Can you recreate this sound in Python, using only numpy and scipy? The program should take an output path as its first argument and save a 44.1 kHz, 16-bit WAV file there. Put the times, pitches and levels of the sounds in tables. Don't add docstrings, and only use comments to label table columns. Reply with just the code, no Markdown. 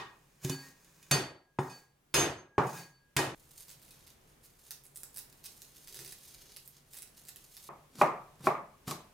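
import sys
import numpy as np
from scipy import signal
from scipy.fft import rfft, irfft, next_fast_len
from scipy.io import wavfile
from scipy.ndimage import uniform_filter1d, map_coordinates

SR = 44100
rng = np.random.default_rng(int(sys.argv[2]) if len(sys.argv) > 2 else 0)


def to_wav(sig):
    pcm = np.clip(np.atleast_2d(sig), -1, 1) * 32767
    pcm = np.round(pcm).astype(np.int16)
    wavfile.write(sys.argv[1], SR, pcm.T)


def linear_from_db(decibels):
    return 10 ** (np.asarray(decibels, float) / 20)


N = 402633


def unit(x):
    return x / np.sqrt(np.mean(x ** 2) + 1e-20)


def along(points, hz):
    f, v = np.transpose(points)
    return np.interp(np.log(hz + 1), np.log(f + 1), v)


def coloured(x, tone):
    m = next_fast_len(x.shape[-1] + 4096)
    gain = linear_from_db(along(tone, np.fft.rfftfreq(m, 1 / SR)))
    return irfft(rfft(x, m) * gain, m)[..., :x.shape[-1]]


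def coloured_noise(size, tone):
    return coloured(rng.standard_normal(size), tone)


def pair(size, alike):
    hz = np.fft.rfftfreq(size, 1 / SR)
    turn = np.arccos(np.clip(along(alike, hz), -1, 1)) / 2
    mid, side = irfft(rfft(rng.standard_normal((2, size))) * [np.cos(turn), np.sin(turn)], size)
    return np.array([mid + side, mid - side])


def grains(rate, spread_db):
    present = rng.random(N) < rate / SR
    return unit(present * linear_from_db(spread_db * rng.exponential(size=N)) * rng.standard_normal(N))


def strokes(rows, fall_s):
    t = np.arange(0, N / SR + .01, .001)
    s, db, rise, hold = np.abs(np.array(rows)[:, :4]).T[..., None] * [[[1]], [[-1]], [[1]], [[1]]]
    before = np.maximum((s - t) / rise, 0)
    after = np.maximum((t - s - hold) / fall_s, 0)
    top = np.max(db - 20 * before - 20 * after, axis=0)
    return linear_from_db(np.interp(np.arange(N) / SR, t, top))


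# f/Hz, t60/s
KITCHEN = [(100, 0.56), (300, 0.41), (700, .45), (1800, 0.4), (5000, 0.33), (13000, 0.25)]
# f/Hz, likeness 0..1
ECHO_ALIKE = [(60, 0.98), (180, 1), (550, 0.86), (1650, 0.4), (4970, 0.17), (15000, 0.2)]


def tail(size):
    hz, t, z = signal.stft(pair(size, ECHO_ALIKE), SR, nperseg=256)
    patches = uniform_filter1d(rng.standard_normal(z.shape[1:]), 2, 0)
    patches = unit(uniform_filter1d(patches, 6, 1))
    fade_db = 1.5 * patches - 60 * t / along(KITCHEN, hz)[:, None]
    return signal.istft(z * linear_from_db(fade_db), SR, nperseg=256)[1][:, :size]


def panned(x, pan_db):
    return x * linear_from_db([[pan_db / 2], [-pan_db / 2]])


def roomy(x, pan_db, room_db):
    answer = tail(SR // 2)
    wet = signal.fftconvolve(x[None], answer / np.linalg.norm(answer[0]), axes=1)[:, :N]
    near = x + linear_from_db(-8.5) * np.roll(x, round(.0052 * SR))
    return panned(near + linear_from_db(room_db) * wet, pan_db)


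SINGING_HZ = (1641, 1868, 4517, 6372)
# f/Hz, level/dB, t60/s
BLADE = [(2505, -6, .2), (2972, -10, .22), (3560, -8, .2), (5152, -12, .2), (6750, -9, .15), (8600, -8, .2),
         (11010, -13, .2)]


def steely(x, lift_db, width_hz):
    f = np.fft.rfftfreq(x.shape[-1], 1 / SR)
    modes = [*SINGING_HZ, *np.array(BLADE)[:, 0]]
    peaks = sum(1 / (1 + ((f - hz) / width_hz) ** 2) for hz in modes)
    return irfft(rfft(x) * linear_from_db(lift_db * np.minimum(peaks, 1)), x.shape[-1])


def ring(modes, t, attack):
    def waver():
        return np.interp(t * 60, np.arange(62), rng.standard_normal(62))

    total = 0
    for hz, db, t60 in modes:
        level_db = db + rng.normal(0, 2.67) + 2.44 * waver() - 60 * t / t60
        phase = 2 * np.pi * (hz * t + .15 * rng.random()) + 0.45 * waver()
        total = total + linear_from_db(level_db) * np.sin(phase)
    return total * (1 - np.exp(-t / attack))


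def strikes(rows, tone, wood, crack_s, click_db, pan_db, steel_db, squeezed=False):
    slap_s = 0.0039
    crush_s, crush_share = 0.024, 0.87
    recover_s = 0.074
    size = 2 ** 15
    t = np.arange(size) / SR
    out = np.zeros((2, N + 2 * SR))
    middle_band = signal.butter(1, (200, 1000), "band", fs=SR, output="sos")
    for s, db, thump_db, blade_db, room_db in rows:
        click = np.roll(linear_from_db(click_db - 60 * t / .006), round(squeezed * slap_s * SR))
        fall = linear_from_db(-60 * t / crack_s) + click
        crack = unit(coloured_noise(size, tone)) * fall * (1 - np.exp(-t * 1500))
        room = steely(coloured(tail(size), tone), steel_db, 30)
        room = room / np.std(room[:, :1500]) * (1 - np.exp(-t * 200)) * (t < .65)
        thump = linear_from_db(thump_db) * ring(wood, t, 0.0014)
        steel = linear_from_db(blade_db) * ring(BLADE, t, 0.0013)
        blow = panned(crack + thump + steel + linear_from_db(room_db) * room, pan_db)
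        middle = signal.sosfilt(middle_band, blow)
        blow = blow - squeezed * crush_share * np.exp(-(t / crush_s) ** 2) * middle
        squeeze_db = squeezed * (10.5 + 0.8 * room_db)
        gain = linear_from_db(db - 9 + squeeze_db * (1 - np.exp(-(t / recover_s) ** 2)))
        out[:, SR // 2 + round(s * SR):][:, :size] += gain * blow
    rumble_cut = signal.butter(2, 45, "high", fs=SR, output="sos")
    return signal.sosfilt(rumble_cut, out)[:, SR // 2:][:, :N]


EDITS = (3.349, 7.689)
TAKE_DB = (-73.5, -70.5, -69)
# f/Hz, level/dB
ROOM_TONE = [(12, -47), (20, 4), (124, -3), (289, -6), (332, -6), (404, -5), (583, -8.5), (913, -11),
             (2810, -16.5), (4410, -20.5), (6530, -20.5), (12100, -22.5), (15200, -24.5), (16500, -39.5)]
# f/Hz, likeness 0..1
ALIKE = [(60, 1), (180, 0.88), (550, 0.073), (1650, 0.072), (4970, 0.16), (15000, 0.17)]


def room_tone():
    duck_db, duck_s = 10, .9
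    t = np.arange(N) / SR
    drift, lumps = map_coordinates(rng.standard_normal(120), [t * np.array([[5], [12]])])
    hum = unit(coloured_noise(N, [(90, -41), (115, -8.0), (140, 5.0), (175, -10.5), (230, -36.5)]))
    since = t - np.array(SMASH)[:, :1]
    duck = np.max((since > 0) * np.exp(-(since / duck_s) ** 2), axis=0)
    take_db = np.array(TAKE_DB)[np.searchsorted(EDITS, t)]
    gain = linear_from_db(take_db - duck_db * duck * (t < EDITS[0]))
    hiss = unit(coloured(pair(N, ALIKE), ROOM_TONE))
    return gain * (linear_from_db(5.0 + 1.1 * drift) * hiss + linear_from_db(-3.0 + 2.2 * lumps) * hum)


# peak t/s, level/dB, rise/s per 20 dB, hold/s
RUB = [(6.024, -55.5, 0.12, 0.0042), (6.48, -69.5, 0.29, 0.012)]


def hand_wipe():
    tone = [(90, -27), (137, 8.5), (220, -27), (375, 8.0), (600, -12), (2000, -40)]
    return roomy(strokes(RUB, 0.084) * unit(coloured_noise(N, tone)), 0, -10.0)


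# first snap t/s, peak level/dB, length/s over which more snaps follow
SNAPS = [(3.607, -38.5, .01), (3.683, -39, .05), (3.818, -46.5, .015), (3.881, -45, .045),
         (4.067, -47.5, .02), (4.4396, -48, .03), (4.7078, -26.5, .01), (4.8376, -44.5, .03),
         (4.9592, -30, .018), (5.0057, -41, .015), (5.0336, -27.5, .008), (5.1440, -39, .02),
         (5.1633, -29, .04), (5.327, -41, .008), (5.441, -36, .03), (5.6196, -34.5, .01),
         (5.874, -36, .012), (5.926, -36, .05), (5.991, -33, .025), (6.048, -36, 0.039),
         (6.1227, -34, 0.0065), (6.5637, -34.5, .01), (6.6767, -34, .01), (6.935, -36.5, .055),
         (7.0217, -35, .012), (7.0748, -46, .008), (7.252, -43.5, .07), (7.2855, -33, .01),
         (7.36, -35.5, .01), (7.568, -35.5, .012)]


def tears():
    s, db, length = np.array(SNAPS).T[..., None]
    chance = rng.random((len(s), 2, 8))
    later = .0065 * np.cumsum(.4 + 1.2 * chance[:, 0], axis=1)
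    later_db = db + 2 + 5.5 * np.log(chance[:, 1] + 0.032)
    size = linear_from_db(later_db) * np.clip((length - later) / 0.0024, 0, 1)
    at = np.round(np.hstack([s, s + later]) * SR).astype(int)
    return np.bincount(at.ravel(), np.hstack([linear_from_db(db), size]).ravel(), N)


# peak t/s, rustle level/dB, rise/s per 20 dB, hold/s, larger flakes level/dB
PEEL = [(3.579, -52, -0.17, 0.022, -7.5), (3.688, -56.5, 1, 0.036, -4.5), (3.84, -62, 2.5, .08, -6),
        (4.041, -61, 3.5, 0.06, -1.5), (4.285, -66, 0.1, 0.0092, -4.5), (4.436, -60.5, .04, 0.029, -8.5),
        (4.697, -55, 0.3, .02, -6), (4.967, -57.5, .07, 0.064, -18), (5.193, -62, -0.4, 0.025, -10.5),
        (5.435, -51.5, 0, 0.0078, -5), (5.601, -54.5, 0.5, 0.037, -6.5), (5.76, -58.5, 1.3, 0.054, -3.5),
        (5.947, -50, 0.35, 0.16, -4.5), (6.245, -49.5, 0.16, .07, -4.5), (6.507, -55.5, 1, 0.068, 2),
        (6.68, -58, -2, .01, -15.5), (6.743, -61, 0.5, 0.017, 3), (6.942, -52.5, 0.1, .04, -9),
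        (7.168, -52, .015, .025, -5), (7.27, -67.5, 2, 0.044, -6), (7.575, -57.5, -0.46, 0.023, -5),
        (7.651, -52, -0.38, .02, -5)]
# f/Hz, level/dB
SKIN_TONE = [(2650, -46), (4500, -15), (5580, -20.5), (6420, -8), (6850, -1.5), (8010, 2.5), (15000, 0.5),
             (16300, -25.5)]


def skins():
    flake_tone = [(700, -14.0), (1400, -10.5), (3000, -4.5), (4300, -2.5), (5600, -1.5), (6600, -3),
                  (8000, -48)]
    clumps = linear_from_db(4.5 * map_coordinates(rng.standard_normal(N // 300 + 4), [np.arange(N) / 300]))
    crackle = clumps * (grains(3000, 1.7) + .55 * rng.standard_normal(N))
    flakes = linear_from_db(np.interp(np.arange(N) / SR, *np.array(PEEL)[:, ::4].T))
    thin = unit(coloured(crackle, SKIN_TONE))
    large = unit(coloured(crackle, flake_tone))
    rustle = strokes(PEEL, 0.087) * (thin + flakes * large)

    at, t = tears(), np.arange(1200) / SR
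    bright_fall = signal.oaconvolve(at, linear_from_db(-60 * t / .003))[:N]
    body_fall = signal.oaconvolve(at * flakes, linear_from_db(-5.5 - 60 * t / 0.015))[:N]
    bright = unit(coloured_noise(N, SKIN_TONE)) * bright_fall
    body = unit(coloured_noise(N, flake_tone)) * body_fall
    return roomy(linear_from_db(-7.5) * rustle, -0.55, -1.3) + roomy(linear_from_db(-2.5) * (bright + body), -1.9, 0.36)


# peak t/s, level/dB, rise/s per 20 dB, hold/s
CUT = [(8.012, -45, 0.062, 0.0017), (8.466, -42, 0.046, 0.0042), (8.878, -44.5, 0.015, .04)]
# f/Hz, level/dB
CRUNCH_TONE = [(59, -30), (100, -17), (202, 5.5), (322, -6), (676, -15), (1130, -13.5), (1830, -18),
               (4110, -14), (13500, -18), (16000, -34)]


def crunch():
    flesh = grains(7000, 3.5) + 0.54 * rng.standard_normal(N)
    return roomy(linear_from_db(3.0) * strokes(CUT, 0.025) * unit(coloured(flesh, CRUNCH_TONE)), -0.038, -2.0)


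# t/s, peak level/dB, thump level/dB, blade ring level/dB, room level/dB
EARLIER_CHOP = [(7.56, -11.5, -3, -55, -8.5)]
CHOP = [
    (8.0134, -5, -3.5, -58, -10),
    (8.470, -9.5, -2.5, -60, -9.5),
    (8.911, -32.5, 1, -56, -7.5),
]
SOFT_LANDING = [(7.985, -45.5, 4.5, -57.5, 4), (8.405, -44.5, 4.8, -58.5, -16.5), (8.44, -41, 4, -59, -1),
                (8.875, -29.5, 1.8, -60, -5.5)]
# f/Hz, level/dB
CHOP_TONE = [(35, -61), (60, -29), (102, -46), (131, -9), (296, -14), (349, -6), (504, -8.5), (594, -3),
             (913, -5), (1190, 0), (1490, -16), (2390, -15.5), (3120, -34), (8000, -48), (10400, -89.5)]
# f/Hz, level/dB, t60/s
KNIFE_WOOD = [(152.7, -9, 0.13), (379, -2, 0.082), (609, -6, 0.14), (812, -2, 0.11), (1098, 3, 0.05),
              (1305, -1.5, 0.062), (2440, -0.5, 0.021)]
# f/Hz, level/dB, t60/s
BOARD = [(134.3, -3, 0.26), (142.3, -2.5, .3), (165, -3.5, 0.12), (269, -12, 0.41), (376, -1.5, 0.25),
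         (466, -11, 0.045), (610, -9.5, 0.05), (784, -13.5, .05), (1100, -13, 0.051)]


def knife():
    chops = strikes(EARLIER_CHOP + CHOP, CHOP_TONE, KNIFE_WOOD, 0.042, 1.6, -0.31, 0)
    landings = strikes(SOFT_LANDING, CHOP_TONE, BOARD[1:3], 0.062, -6, -.3, 0)
    return chops + landings + crunch()


# t/s, peak level/dB, blade ring level/dB, room level/dB
TICK = [(0.417, -49.5, -12, -10), (0.4347, -41.5, -32, -1), (0.4469, -24.5, -13, -20.5),
        (0.4959, -22, -9, -16), (0.628, -46, -15.5, -22.5), (0.846, -48.5, -24, -11.5),
        (1.027, -42.5, -7.5, -14), (1.696, -51.5, 9, 3), (2.6677, -42.5, -1, -3.5)]
# f/Hz, level/dB
TICK_TONE = [(880, -40.5), (1500, -18.5), (2740, -14), (5540, -11), (6890, -4), (7840, -15.5),
             (12400, -11.5), (16000, -36.5)]


def edge_ticks():
    rows = [(s, db, -40, ring_db, room_db) for s, db, ring_db, room_db in TICK]
    return strikes(rows, TICK_TONE, BOARD, 0.032, .1, -1.5, 9.3)


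# peak t/s, level/dB, rise/s per 20 dB, hold/s
SWEEP = [(.447, -50, 0.04, 0.073), (.6, -60, -0.24, 0.082), (1.597, -62, -1.8, .08),
         (1.74, -65.5, 1.5, .05), (2.78, -50, 0.24, 0.0039)]
# f/Hz, level/dB
SCRAPE_TONE = [(590, -36.5), (1000, -2.5), (1430, -10.5), (1690, -8), (2470, -6), (2680, -13), (6180, -7),
               (16000, -14)]


def sweeps():
    hum_tone = [(90, -29.5), (145, 9.5), (220, -9), (385, -5), (600, -11), (1200, -30)]
    t = np.arange(N) / SR
    lifted = sum((t > smash[0]) & (t < knock[0]) for smash, knock in zip(SMASH, KNOCK[2:]))
    friction = grains(6000, 1.9) + 0.18 * rng.standard_normal(N)
    friction = (1 - lifted) * strokes(SWEEP, 0.092) * friction
    scrape = coloured(friction, SCRAPE_TONE) / np.std(coloured_noise(SR, SCRAPE_TONE))
    hum = coloured(friction, hum_tone) / np.std(coloured_noise(SR, hum_tone))
    return roomy(steely(linear_from_db(-2) * scrape, 7.7, 40) + linear_from_db(-5.5) * hum, -1.1, -2.3)


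# peak t/s, level/dB, rise/s per 20 dB, hold/s
SINGING = [
    [(.45, -61, .006, .01), (.52, -56.5, 0.059, .05), (1.47, -76, .15, .01), (1.7, -65, .15, 0.041),
     (2.5, -71.5, 0.18, .05), (2.76, -59, 0.099, 0.036), (3.02, -75, 0.1, 0.039)],
    [(.02, -57, .02, .01), (.635, -60, 0.013, 0.0079), (1.117, -40.5, 0.0061, 0.0044),
     (1.65, -64, .03, .03), (3.172, -49, 0.0045, .06)],
    [(.522, -50, 0.032, .03), (1.118, -35.5, 0.0022, 0.028), (1.725, -57.5, 0.062, 0.0062),
     (2.19, -50, 0.037, .01), (2.81, -66, .15, .04), (2.92, -74, .08, 0.053)],
    [(1.118, -33, 0.003, 0.0071), (1.72, -67, 0.071, .01), (2.148, -35, .004, 0.068),
     (2.39, -64, 0.09, .01), (2.79, -65, .2, .02)],
]
SINGING_FALL_S = (0.17, 0.12, 0.12, 0.076)


def blade_song():
    t = np.arange(N) / SR
    song = 0
    for hz, rows, fall_s in zip(SINGING_HZ, SINGING, SINGING_FALL_S):
        beat = map_coordinates(rng.standard_normal(200), [np.minimum(t, 4) * 30])
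        start, apart = rng.random(2) * [1, .12]
        phase = 2 * np.pi * (hz * t + start + apart * np.array([[1], [-1]]))
        song = song + strokes(rows, fall_s) * linear_from_db(1.9 * beat) * np.sin(phase)
    return linear_from_db(4.5) * song


# t/s, peak level/dB, thump level/dB, blade ring level/dB,
# room level/dB
EARLIER_SMASH = [(-0.15, -10.5, -21, 2, -0.45)]
SMASH = [
    (1.111, -9, -8, -12.5, -8.5),
    (2.140, -13.5, -11, -2, -2),
    (3.165, -10.5, -17, -12.5, -8),
]
KNOCK = [(0.4466, -45.5, 20, -31, -6.5), (.4955, -37, 13.5, -19, -3), (1.587, -15.5, -8, -25.5, -10.5),
         (2.5804, -7.5, -17.5, -44.5, -10), (3.191, -16.5, -11, -19, -10)]
# f/Hz, level/dB
OPENING_TONE = [(35, -50), (60, -26), (146, -15.5), (207, -22), (398, -9), (503, -22), (1140, -6),
                (1380, -17), (1860, -17), (2770, -17.5), (3580, -17.5), (16000, -34)]
SMASH_TONE = [(24, -60), (40, -24), (140, -9), (226, -15.5), (372, -0.5), (412, -7.5), (1850, -14),
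              (3830, -17), (5870, -19), (6330, -18.5), (6820, -18), (11300, -21), (16000, -32)]
KNOCK_TONE = [(35, -60), (60, -37.5), (130, -0.5), (166, -6), (212, -12), (413, -6.5), (658, -13),
              (803, -3), (1220, -9.5), (3470, -36), (6740, -41.5), (12000, -62.5), (15600, -99.5)]


def cleaver():
    earlier = strikes(EARLIER_SMASH, OPENING_TONE, BOARD, .03, 0, -0.54, 10.7)
    smashes = strikes(SMASH, SMASH_TONE, BOARD, 0.031, 2.6, -.5, 6.0, squeezed=True)
    knocks = strikes(KNOCK, KNOCK_TONE, BOARD, 0.052, 1.2, -0.67, 2.3)
    return earlier + smashes + knocks + edge_ticks() + sweeps() + blade_song()


def scene():
    t = np.arange(N) / SR
    first, last = t < EDITS[0], t >= EDITS[1]
    peeling = skins() + hand_wipe()
    return room_tone() + peeling * ~first * ~last + knife() * last + cleaver() * first


def roll_off(x):
    return signal.sosfilt(signal.butter(12, 16980, fs=SR, output="sos"), x)


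# f/Hz, level/dB
PORTS = [(200, 0.5), (3000, 0.9), (9000, -1.5), (14000, -4.5)]


def record(dry):
    hz = np.fft.rfftfreq(N, 1 / SR)
    gain = linear_from_db(along(PORTS, hz) * np.array([[.5], [-.5]])) * (hz < 16500)
    mix = irfft(rfft(dry) * gain, N)
    return roll_off(mix)


dry = scene()
out = record(dry)
to_wav(out)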